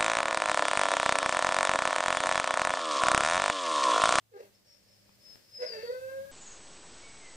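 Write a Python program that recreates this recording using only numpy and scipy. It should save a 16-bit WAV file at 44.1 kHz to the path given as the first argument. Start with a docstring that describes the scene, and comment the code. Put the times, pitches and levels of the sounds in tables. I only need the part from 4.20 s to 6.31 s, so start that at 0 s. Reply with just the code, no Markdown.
"""Dog whining in a small room

A short whimper, thin nasal whistles, then a long cry: rough at first under the loudest whistle, it sags
in pitch and clears into an almost pure rising tone. Harmonic sines and pulsed noise form the voice,
wavering sines and airy noise the whistles. Wall reflections make the tones flutter; beneath lie
shaped-noise rumble and hiss, a faint hum of two sines and two soft knocks of decaying noise."""
import sys
import numpy as np
from scipy import signal
from scipy.fft import rfft, irfft, next_fast_len
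from scipy.io import wavfile

SR = 44100
rng = np.random.default_rng(int(sys.argv[2]) if len(sys.argv) > 2 else 0)


def wrap_up_sound(samples):
    """Save the sound to the file named by the first command line argument, as 16-bit audio."""
    columns = np.atleast_2d(samples).T
    # keep every value between -1 and 1, then stretch to whole-number steps
    tamed = np.clip(columns, -1, 1)
    steps = np.round(tamed * 32767).astype(np.int16)
    wavfile.write(sys.argv[1], SR, steps)


N = 93227  # length [samples]


def from_db(db):
    """Logarithmic level: 20 dB is a factor of ten in amplitude."""
    return 10 ** (np.asarray(db) / 20)


def rms_one(x):
    """Normalization by the root mean square, to rms 1."""
    return x / np.sqrt(np.mean(x ** 2) + 1e-20)


def in_time(rows):
    """Linear interpolation of each column of a time curve at every sample."""
    s, *columns = np.transpose(rows)
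    return [np.interp(np.arange(N) / SR, s, c) for c in columns]


def gate(rows):
    """Amplitude window: open from the first to the last row, with linear fades just outside."""
    fade_s = 0.008
    t = np.arange(N) / SR
    inside = np.minimum(t - rows[0][0], rows[-1][0] - t)
    return np.clip(1 + inside / fade_s, 0, 1)


def at_hz(points, hz):
    """Spectral envelope: gain at these frequencies, interpolated in dB over log frequency."""
    f, db = np.transpose(points)
    return from_db(np.interp(np.log(hz + 1), np.log(f), db))


def drift(hz):
    """Low-pass random process: a wander of rms 1 that weakens steeply above this rate."""
    f = np.arange(N + 1) * SR / (2 * N)
    spectrum = rfft(rng.standard_normal(2 * N)) / (1 + (f / hz) ** 2) ** 2
    return rms_one(irfft(spectrum)[:N])


def noise(spectrum, alike):
    """Coloured noise by spectral shaping; mid and side powers set the left-right correlation."""
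    size = next_fast_len(N, True)
    gain = at_hz(spectrum, np.fft.rfftfreq(size, 1 / SR))
    white = rng.standard_normal((2, size))
    mid, side = irfft(rfft(white) * gain, size)[:, :N]
    return rms_one(np.sqrt(1 + alike) * mid + np.sqrt(1 - alike) * side * [[1], [-1]])


def pan(x, db):
    """Interaural level difference: left raised and right lowered by db."""
    return x * from_db(db * np.array([[1], [-1]]))


def background():
    """Broadband room noise with a frequency- and amplitude-modulated hum, under slow level curves."""
    # Slow swell of the room noise: (time [s], rumble and hum level [dB], hiss level [dB])
    floor = [(0, -75.5, -73), (.1, -75, -73.5), (.25, -70.5, -63.5), (.38, -72, -72), (.95, -70, -68),
             (1.15, -65.5, -63), (1.27, -70.5, -67), (1.6, -63, -60), (1.95, -61.5, -59),
             (2.11, -61.5, -60)]
    # Spectra of the low and high room noise: (frequency [Hz], level [dB])
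    rumble_spectrum = [(25, -10.5), (50, -2.5), (75, -2.5), (105, 3), (150, -3.5), (300, -6), (600, -8.5),
                       (1200, -16.5), (3000, -25.5)]
    hiss_spectrum = [(200, -10), (700, -5), (2000, 0), (4000, 0.5), (8000, -2), (11000, -5), (15500, -1.5)]
    # Hum tones: (frequency [Hz], peak amplitude relative to the rumble's rms [dB])
    hum_tones = [(106, -8), (199, -8)]
    hum_waver_hz, hum_swell = 2.5, 1.08  # rms deviation of pitch [Hz] and of relative amplitude

    rumble_db, hiss_db = in_time(floor)
    hum = 0
    for hz, db in hum_tones:
        phase = 2 * np.pi * np.cumsum(hz + hum_waver_hz * drift(23.7)) / SR
        hum = hum + from_db(db) * np.sin(phase) * (1 + hum_swell * drift(3.2))
    low = noise(rumble_spectrum, alike=0.21) + hum
    return from_db(rumble_db) * low + from_db(hiss_db) * noise(hiss_spectrum, alike=0.0045)


def room(x):
    """Recirculating reflections: each round trip forms a decaying echo series, weaker in the bass."""
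    # Round trips between the walls [ms], one row each for left and right
    wall_trips = [
        [11.3, 15.9, 19.7, 22, 38, 35.9],
        [12.7, 17, 19, 24, 18, 33],
    ]
    reflection_db, t60_s = -8.5, 0.29
    bass_db, bass_hz = -17, 840  # further cut of the reflections in the bass
    left_lag_s = 0.0003787

    size = next_fast_len(N + SR, True)
    f = np.fft.rfftfreq(size, 1 / SR)
    wet = from_db(reflection_db + bass_db / (1 + (f / bass_hz) ** 4))
    out = []
    for channel, trips, lag in zip(x, wall_trips, (left_lag_s, 0)):
        walls = 0
        for k, s in enumerate(np.array(trips) / 1000):
            loop = from_db(-60 * s / t60_s) * np.exp(-2j * np.pi * f * s)
            walls = walls + (-1) ** k * loop / (1 - loop)  # geometric series of all later passes
        direct = rfft(channel, size) * np.exp(-2j * np.pi * f * lag)
        out.append(irfft(direct * (1 + wet * walls), size)[:N])
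    return np.array(out)


def knocks():
    """Impulsive excitation: abrupt, exponentially decaying bursts of dull noise on the left."""
    # Soft knocks: (onset time [s], level [dB])
    knock_onsets = [(0.892, -59), (1.157, -59.5)]
    # Spectrum of a knock: (frequency [Hz], level [dB])
    knock_spectrum = [(60, -8), (200, 8.5), (500, -7.5), (2400, -9), (4000, -26), (12000, -50)]
    decay_s = 0.0027  # time constant
    t = np.arange(N) / SR
    level = 0
    for s, db in knock_onsets:
        level = level + from_db(db) * (t >= s) * np.exp(-np.abs(t - s) / decay_s)
    return pan(level * noise(knock_spectrum, alike=0.24), db=13.0)


def whistle(rows):
    """A nearly pure tone in turbulent air; unsteadiness modulates its frequency and amplitude."""
    # Spectrum of the air through the nose: (frequency [Hz], level [dB])
    air_spectrum = [(400, -9), (590, 7), (800, -38), (1700, -6.5), (2700, -10), (3800, -11.5), (4750, -1),
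                    (5400, -7), (6500, -11.5), (9000, -14), (15000, -53)]
    air_db, air_follows = -63.5, 0.22  # air level under a -45.5 dB whistle; share of its swing in dB
    jitter, flutter_depth, rate_hz = 0.01935, 0.85, 123.6  # rms fractions at full unsteadiness

    hz, db, shaky = in_time(rows)
    pitch = hz * (1 + jitter * shaky * drift(rate_hz))
    phase = 2 * np.pi * np.cumsum(pitch) / SR
    tone = np.sqrt(2) * from_db(db) * np.sin(phase)
    tone = tone * (1 + flutter_depth * shaky * drift(rate_hz))
    air = from_db(air_db + air_follows * (db + 45.5)) * noise(air_spectrum, alike=0.32)
    return gate(rows) * (pan(tone, db=3.5) + air)


def second_tone(rows):
    """Interference of neighbouring tones: a randomly wobbling sine that beats against the voice."""
    jitter = 0.035  # rms fraction of the pitch
    hz, db = in_time(rows)
    phase = 2 * np.pi * np.cumsum(hz * (1 + jitter * drift(94))) / SR
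    return gate(rows) * np.sqrt(2) * from_db(db) * np.sin(phase)


def flutter():
    """Amplitude modulation: the product of brief Gaussian dips in the fundamental."""
    # Dips as the cry slides in pitch: (time [s], half width to 1/e depth [s], depth [0-1])
    dips = [(1.489, 0.018, 0.78), (1.626, 0.0046, 0.82), (1.668, 0.0094, 1), (1.717, 0.0063, 0.79),
            (1.742, 0.0045, 1), (1.806, 0.011, 0.87), (1.904, 0.011, 0.7), (2.062, 0.0084, 0.5)]
    t = np.arange(N) / SR
    return np.prod([1 - depth * np.exp(-((t - s) / width) ** 2) for s, width, depth in dips], axis=0)


def voice(rows, count=15):
    """Source-filter voice: vocal-fold harmonics through the throat, with noise pulsed by each cycle."""
    # Lean of the fundamental: (time [s], left gain, opposite on the right [dB])
    lean = [(1.4, -.5), (1.55, -2.5), (1.75, .5), (1.85, -3.5), (1.99, -1.2), (2.06, 5.5)]
    # Throat and nose colour of the overtones: (frequency [Hz], level [dB])
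    throat = [(790, 0), (900, -24.5), (1050, -14.5), (1220, -12), (1320, -25.5), (1490, -17.5), (1570, -6),
              (1780, -14), (2150, -18.5), (2400, -41.5), (2620, -16.5), (2850, -60), (3200, -30),
              (4750, -27), (6000, -49), (9000, -82)]
    # Noise of the rough voice, low growl and high rasp: (frequency [Hz], level [dB])
    growl_spectrum = [(290, -50), (360, -1), (480, 14), (620, 11), (780, -2), (1100, -29.5)]
    rasp_spectrum = [(1200, -28), (1480, -7), (1650, 0), (1800, -11), (2120, -0.5), (2400, -14),
                     (2650, -1.5), (3200, -26), (4700, -7), (7000, -21.5), (14000, -53)]
    growl_db, rasp_db = -2.5, -1.5  # relative to the fundamental and overtone level curves
    jitter, shimmer, jitter_hz = 0.064, 0.82, 122  # rms fractions of pitch and amplitude; rate
    waver, waver_hz = 0.0028, 32.0  # rms fraction of pitch; rate
    clear_below, clear_even_db = 0.066, -6.5  # below this roughness the even overtones weaken
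    clear_upper_db, upper_hz = -3.5, 1800  # a clear voice also loses its upper overtones
    bead_db, bead_hz = 3, 35  # the overtones flicker

    hz, db, overtone_db, rough = in_time(rows)
    lean_db, = in_time(lean)
    chaos = rough ** 1.47  # jitter, shimmer and noise set in late
    pitch = hz * (1 + jitter * chaos * drift(jitter_hz) + waver * drift(waver_hz))
    phase = 2 * np.pi * np.cumsum(pitch) / SR

    clear = np.clip(2 - 2 * rough / clear_below, 0, 1)
    even, upper = from_db(clear_even_db * clear), from_db(clear_upper_db * clear)
    overtones = 0
    for k in range(2, count):
        gain = at_hz(throat, k * hz) * (1 if k % 2 else even)
        gain = gain * np.where(k * hz > upper_hz, upper, 1)
        overtones = overtones + gain * np.sin(k * phase)
    overtones = overtones * from_db(bead_db * drift(bead_hz))

    puffs = chaos * (1 + 0.5 * np.cos(phase))  # noise swells once a cycle
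    growl = from_db(growl_db) * puffs * noise(growl_spectrum, alike=1.0)
    rasp = from_db(rasp_db) * puffs * noise(rasp_spectrum, alike=0.32)
    low = pan(np.sqrt(2) * np.sin(phase) * flutter(), lean_db) + growl
    high = pan(np.sqrt(2) * overtones + rasp, db=2.5)
    sound = gate(rows) * (from_db(db) * low + from_db(overtone_db) * high)
    sound = sound * (1 + shimmer * np.minimum(chaos, 1) * drift(jitter_hz))
    high_pass = signal.butter(4, 313, "high", fs=SR, output="sos")
    return signal.sosfilt(high_pass, sound)


def scene():
    """Superposition: the dog and the knocks reverberate in the room, over its background."""
    # Voice: (time [s], pitch [Hz], fundamental level [dB], overtone level [dB], roughness [0-1])
    whimper = [(.119, 480, -67, -72, 0), (.142, 405.6, -50.5, -55, 0.25), (.165, 400, -44, -54.5, 0.31),
               (.18, 408.5, -61, -56, 0.62), (.205, 459.6, -46.5, -58, 0.65), (.222, 431, -52.5, -72, .9),
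               (.25, 402, -59, -70, 0.91), (.28, 391, -69.5, -78, 0.7), (.33, 396, -78, -95, 0.97)]
    cry = [(1.387, 480, -56.5, -61, 0.17), (1.405, 493.6, -36, -44, 0.45), (1.435, 499, -34, -38.5, 0.491),
           (1.47, 503, -40.5, -47.5, 0.56), (1.51, 472, -44.5, -49, 0.454), (1.535, 447.5, -46, -40, 0.43),
           (1.58, 431.8, -41.5, -45.5, 0.295), (1.615, 436.4, -51, -44, 0.4), (1.64, 480.6, -36, -48, 0.34),
           (1.68, 472.8, -41, -36, 0.069), (1.704, 493.3, -29, -43, 0.079), (1.73, 507.6, -34, -36, 0.031),
           (1.775, 510.8, -40, -47, .04), (1.83, 520.1, -40, -44.5, 0.03), (1.93, 537, -41, -50.5, 0.041),
           (1.99, 538, -36.5, -46.5, .025), (2.04, 547, -43, -48.5, 0.029), (2.11, 550, -55.5, -54, 0.018)]
    # Second, higher tones while the voice is rough, one list each: (time [s], pitch [Hz], level [dB])
    tone_curves = [
        [(.125, 490, -64), (.15, 483, -56.5), (.19, 498.4, -52.5), (.212, 596, -57.5), (.235, 595, -58),
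         (.29, 590, -70)],
        [(1.405, 594.6, -61), (1.44, 588.6, -41), (1.47, 626.5, -51), (1.50, 609.5, -64), (1.55, 595, -48.5),
         (1.60, 553.5, -54), (1.66, 553, -54.5)],
    ]
    # Nasal whistles, one list each: (time [s], pitch [Hz], level [dB], unsteadiness [0-1])
    whistle_curves = [
        [(.325, 5150, -98, 0.4), (.35, 5270, -70.5, 0.75), (.43, 5320, -107, 0.2)],
        [(.45, 5510, -77, .2), (.49, 5504, -65, 0.05), (.525, 5430, -64.5, 0.65), (.59, 5350, -83, 0.3),
         (.65, 5370, -80.5, 0.12), (.72, 5340, -67, 0.18), (.78, 5255, -79, 0.46), (.96, 5270, -78, 0.74)],
        [(.99, 5260, -78, 0.26), (1.06, 5248, -55, 0.09), (1.13, 5235, -53.5, 0.21), (1.19, 5200, -76, 0.32),
         (1.30, 5260, -71, 0.42)],
        [(1.30, 5090, -70, 0.24), (1.358, 5096, -43.5, 0.07), (1.39, 5096, -44.5, 0.15),
         (1.456, 5093, -44.5, 0.04), (1.472, 4962, -49, 0.5), (1.515, 4704, -45, 0.7), (1.585, 4660, -65, 0.47),
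         (1.64, 4580, -51.5, 0.37), (1.725, 4525, -60, 0.03), (1.76, 4530, -86, 0), (1.82, 4700, -74, 0.2)],
    ]

    dog = voice(whimper) + voice(cry)
    dog = dog + sum(second_tone(rows) for rows in tone_curves)
    dog = dog + sum(whistle(rows) for rows in whistle_curves)
    return room(dog + knocks()) + background()


def record(dry):
    """Linear-phase low-pass filtering: the top is cut steeply at 15550 Hz."""
    low_pass = signal.firwin(401, 15550, fs=SR, window="blackman")
    return signal.fftconvolve(dry, low_pass[None], "same", axes=1)


dry = scene()
out = record(dry)
wrap_up_sound(out)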